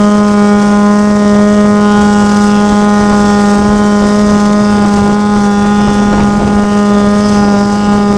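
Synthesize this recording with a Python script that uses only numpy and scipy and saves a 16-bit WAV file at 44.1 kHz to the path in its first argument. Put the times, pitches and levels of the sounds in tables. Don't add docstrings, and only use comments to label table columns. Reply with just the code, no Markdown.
import sys
import numpy as np
from scipy import signal
from scipy.fft import rfft, irfft
from scipy.io import wavfile
from scipy.ndimage import uniform_filter1d, minimum_filter1d

SR = 44100
rng = np.random.default_rng(int(sys.argv[2]) if len(sys.argv) > 2 else 0)


def store_wav(level_fs):
    pcm = np.round(np.clip(np.atleast_2d(level_fs), -1, 1) * 32767)
    wavfile.write(sys.argv[1], SR, pcm.T.astype(np.int16))


N = 360297

# t/s, f/Hz
FIRING_RATE = [(0.0, 206.4), (0.18, 207.5), (0.38, 205.8), (0.84, 205.6), (1.06, 207.6), (1.32, 205.7),
               (1.54, 207.4), (2.32, 206.0), (2.88, 206.8), (3.56, 204.4), (3.72, 207.7), (4.04, 205.5),
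               (4.19, 207.6), (4.41, 206.3), (4.61, 207.6), (5.03, 203.5), (5.17, 207.0), (5.33, 207.2),
               (5.41, 204.6), (5.55, 203.7), (5.73, 206.2), (6.29, 205.0), (6.81, 205.6), (7.05, 204.2),
               (7.25, 207.3), (7.57, 202.4), (7.79, 205.7), (8.17, 203.9)]
# t/s, level/dB
DRONE_LEVEL = [(0.0, -7.5), (1.34, -7.5), (1.44, -7), (3.6, -8.5), (4.33, -8), (5.17, -9.5), (5.69, -9.5),
               (5.83, -8.6), (6.69, -10), (6.89, -8), (7.55, -8.3), (7.73, -11.0), (7.95, -7.5),
               (8.17, -10)]
# t/s, third's level/dB, fourth's level/dB
SWAY_LEVELS = [(0.0, -18.5, -26), (0.64, -22.8, -19.8), (1.56, -15.5, -30.5), (1.98, -24.7, -17),
               (2.52, -29, -21), (2.62, -22, -18), (3.56, -23.5, -19), (4.09, -20.7, -24),
               (4.27, -18.5, -32), (4.41, -24, -19), (4.59, -18.5, -28.5), (4.73, -25, -20),
               (5.93, -37, -19), (6.97, -19.5, -23.5), (7.25, -19, -27.1), (7.41, -25.5, -18),
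               (7.57, -19.5, -20.9), (7.79, -32.3, -20), (7.95, -25.0, -18), (8.17, -25.8, -23.5)]
# multiple of the firing rate, level/dB relative to the main tone,
# share of the third's swell, share of the fourth's swell
OVERTONES = [(2, -10.5, 0.12, -0.0052), (5, -16, 0.21, 0.42), (6, -15.5, 0.035, 0.092),
             (7, -19, 0.049, 0.63), (8, -28.5, 0.05, 0.19), (9, -29.5, .25, -0.029), (10, -34, .01, -.05),
             (11, -33.5, .05, 0.048)]
# multiple of the firing rate, level/dB
BETWEEN_TONES = [(.5, -41), (1.5, -38.5), (2.5, -33), (3.5, -64), (4.5, -45.5), (5.5, -43), (6.5, -43.5),
                 (7.5, -55), (8.5, -64), (9.5, -53)]
# middle t/s, length/s, multiple of the firing rate, level/dB
WHINES = [(.55, 0.5, 11, -41.5), (1.35, 0.91, 9, -35.5), (3.02, .22, 9, -34), (3.4, 0.36, 9, -34),
          (4.1, 1.2, 9, -40.5), (5.856, 0.92, 9, -37.5), (5.82, 0.79, 17, -41.5), (6.926, 0.79, 14, -37.5),
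          (7.05, 0.97, 9, -36.5)]
# middle t/s, length/s, rise/dB
RATTLE_SURGES = [(0.603, .75, 1.5), (1.974, .2, 6.5), (2.542, 0.17, 8), (3.38, .35, 1.5), (5.85, 0.99, 3),
                 (6.95, .7, 3)]
# t/s, level/dB
SPRAY_LEVEL = [(0.0, -30.5), (1.58, -30), (2.34, -27), (2.7, -28), (3.48, -27), (3.64, -29.5),
               (4.41, -27.5), (4.49, -29.5), (6.29, -30), (6.67, -32), (7.31, -29.5), (8.17, -31.5)]
# t/s, relative level/dB, time to ease/s
TRACK_PRESSES = [(2.3, -37.5, 0.83), (3.05, -38, .3), (3.66, -40, 0.27), (4.06, -37, 0.43), (4.63, -34, .3),
                 (7.25, -30, 1.1)]
# t/s, relative level/dB
WIND_LEVEL = [(0.0, -26.5), (0.78, -24), (1.0, -28.5), (1.14, -23.5), (1.76, -21.8), (2.14, -21),
              (2.96, -24), (3.12, -15.5), (3.42, -21.5), (3.52, -16.5), (4.47, -21.5), (4.81, -17),
              (5.45, -23), (6.45, -11), (6.81, -29), (6.89, -21), (7.79, -18), (8.17, -19.0)]
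# t/s, relative level/dB
GUSTS = [(2.24, -20), (2.477, -21), (2.725, -11), (3.015, -16), (3.125, -9), (3.535, -15), (4.025, -13),
         (4.855, -9), (4.975, -13), (5.115, -20), (5.365, -11), (5.65, -15), (5.88, -8), (6.129, -6),
         (6.2, -7), (6.385, -18), (6.475, -12), (6.638, -12)]

# f/Hz, relative level/dB
RATTLE_COLOUR = [(2000, -6), (2500, -2.5), (3000, 2.5), (3550, 1), (4100, -10), (5000, 0.5), (5900, 0.5),
                 (7000, -7), (8300, -4.5), (10000, -27.5)]
SNOW_COLOUR = [(600, 0), (1500, 1.5), (2500, -7), (4000, -5.5), (4900, -2.5), (5900, -2), (6500, -2.5),
               (7200, -5.5), (8200, -5.5), (9300, -12), (10400, -20), (11500, -25), (12800, -32.5),
               (15500, -36)]
RAIL_COLOUR = [(3500, -32.5), (4500, -2.5), (4800, 3), (5150, 9.5), (5450, -16), (6500, -38.5)]
SCRAPE_COLOUR = [(1200, -9), (2500, -4), (3300, 3), (4100, -6), (6000, -5), (9000, -9), (14000, -37)]
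RUMBLE_COLOUR = [(15, -22), (40, -1), (70, 3.5), (140, -2), (220, -1), (400, -10.5), (900, -61),
                 (5000, -86)]
FLUTTER_COLOUR = [(60, -8.5), (160, 6.5), (260, 3), (400, -2), (600, -1.5), (900, -6), (1300, -18.5),
                  (2000, -21), (3500, -21), (8000, -63), (13000, -82.5)]
GUST_COLOUR = [(40, 1), (150, -3), (350, -4), (700, -12), (1200, -14.5), (2200, -26), (4000, -33),
               (8000, -48), (13000, -77)]


def firing_phase(start_rad=2.33, jitter_rad=0.0085):
    firing_hz, = curves(FIRING_RATE)
    return start_rad + 2 * np.pi * np.cumsum(firing_hz) / SR + jitter_rad * wander(200)


def exhaust(phase, lag_rad=0.091, echo_rad=0.77, sway_rad=0.49):
    drone_db, = curves(DRONE_LEVEL)
    third_db, fourth_db = curves(SWAY_LEVELS)
    levels = [(3, third_db), (4, fourth_db)]
    for multiple, db, third_share, fourth_share in OVERTONES:
        sway_db = third_share * swell(third_db) + fourth_share * swell(fourth_db)
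        levels.append((round(multiple), drone_db + db + sway_db + 1.23 * wander(5)))
    overtones = between = 0
    for multiple, db in levels:
        shift = 0
        if multiple > 2:
            shift = sway_rad * wander(2)
            if multiple % 2 == 0:
                shift += echo_rad
        overtones += undb(db) * np.sin(multiple * (phase - lag_rad) - shift)
    for multiple, db in BETWEEN_TONES:
        between += undb(db + 2 * wander(9)) * np.sin(multiple * phase + rng.uniform(0, 2 * np.pi))
    burn_db = wander(200)
    main_tone = undb(drone_db + 0.5 * burn_db) * np.sin(phase)
    throb = undb(0.5 * wander(16))
    return np.sqrt(2) * throb * (main_tone + undb(burn_db) * overtones + between)


def whines(phase, lag_rad=0.1):
    sound = 0
    for middle, length, multiple, db in WHINES:
        loudness = undb(db) * np.sqrt(2 * arch(middle, length))
        sound += loudness * np.sin(multiple * (phase - lag_rad))
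    return sound


def drive_rattle(phase, load_db, level_db=-33.5, surge_hz=3000, surge_width_hz=900):
    surge = sum((undb(db) - 1) * arch(middle, length) for middle, length, db in RATTLE_SURGES)
    sound = power = 0
    for multiple in range(12, 44):
        hz = multiple * FIRING_RATE[0][1]
        gain = gain_at(hz, RATTLE_COLOUR)
        tone = wander(3.5) * np.cos(multiple * phase) + wander(3.5) * np.sin(multiple * phase)
        lift = 1 + surge * bell(hz - surge_hz, surge_width_hz)
        sound += gain * tone * lift
        power += gain ** 2
    uneven = 1 + 0.38 * np.cos(phase / 2)
    return undb(level_db + load_db) * uneven * sound / np.sqrt(power)


def snow_hiss(spray_db, patch_db=0.96, grain_db=1.83):
    return undb(spray_db + patch_db * wander(12) + grain_db * wander(130)) * noise(SNOW_COLOUR)


def rails_and_skis(rest_db=-47, attack_s=0.068, scrape_lag_s=0.098, scrape_width_s=0.05):
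    t = np.arange(N) / SR
    pressure = scraping = 0
    for when, db, ease_s in TRACK_PRESSES:
        strength = undb(db - 1)
        pressure += strength * spike(when, attack_s, ease_s)
        scraping += strength * bell(t - when - scrape_lag_s, scrape_width_s)
    ringing = np.hypot(undb(rest_db), pressure)
    return ringing * noise(RAIL_COLOUR) + scraping * noise(SCRAPE_COLOUR)


def wind(rumble_trim_db=-4, flutter_db=-24, puff_db=1.5):
    wind_db, = curves(WIND_LEVEL)
    wind_db += puff_db * wander(11)
    rumble = undb(wind_db + rumble_trim_db + 1.5 * wander(40)) * noise(RUMBLE_COLOUR)
    flutter = undb(flutter_db + 0.66 * swell(wind_db) + 3 * wander(90)) * noise(FLUTTER_COLOUR)
    return rumble, flutter


def gusts(attack_s=0.0054, release_s=0.016):
    slaps = sum(undb(db + 0.5) * spike(when, attack_s, release_s) for when, db in GUSTS)
    return slaps * noise(GUST_COLOUR)


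def microphone_seal(phase, leak=0.26, threshold=0.35, steepness=5):
    pressure = np.sin(phase + 0.33)
    slack = (1 + np.tanh(steepness * (threshold - pressure))) / 2
    return unit(leak + (1 - leak) * slack)


def undb(db):
    return 10 ** (np.asarray(db) / 20)


def unit(x):
    return x / np.sqrt(np.mean(x ** 2))


def curves(table):
    times, *columns = np.transpose(table)
    return [np.interp(np.arange(N) / SR, times, column) for column in columns]


def gain_at(hz, colour):
    points_hz, db = np.transpose(colour)
    return undb(np.interp(np.log(np.maximum(hz, 1)), np.log(points_hz), db))


def noise(colour):
    hz = np.arange(N // 2 + 1) * SR / N
    white = rfft(rng.standard_normal(N))
    return unit(irfft(white * gain_at(hz, colour), N))


def wander(rate):
    hold = int(SR / rate)
    steps = rng.standard_normal(8192)
    return unit(uniform_filter1d(steps[np.arange(N) // hold], hold))


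def swell(db):
    return db - db.mean()


def arch(middle_s, length_s):
    return np.maximum(1 - (2 * (np.arange(N) / SR - middle_s) / length_s) ** 2, 0)


def bell(offset, width):
    return np.exp(-(offset / width) ** 2 / 2)


def spike(peak_s, attack_s, release_s):
    age = np.arange(N) / SR - peak_s
    return np.exp(-np.maximum(-age / attack_s, age / release_s))


def scene(buffet=1.01):
    phase = firing_phase()
    spray_db, = curves(SPRAY_LEVEL)
    load_db = swell(spray_db)
    rumble, flutter = wind()
    ride = drive_rattle(phase, load_db) + rails_and_skis() + snow_hiss(spray_db)
    chopped = microphone_seal(phase) * (ride + flutter + gusts())
    drone = exhaust(phase) * (1 - buffet * rumble)
    return (drone + whines(phase) + rumble + chopped)[None]


def record(dry, window_samples=160, top_hz=15300):
    gain = 1 / np.maximum(np.abs(dry), 1)
    held_gain = minimum_filter1d(gain, window_samples)
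    smooth_gain = uniform_filter1d(held_gain, window_samples)
    treble_cut = signal.ellip(8, 0.2, 70, top_hz, fs=SR, output="sos")
    return signal.sosfilt(treble_cut, dry * smooth_gain)


dry = scene()
out = record(dry)
store_wav(out)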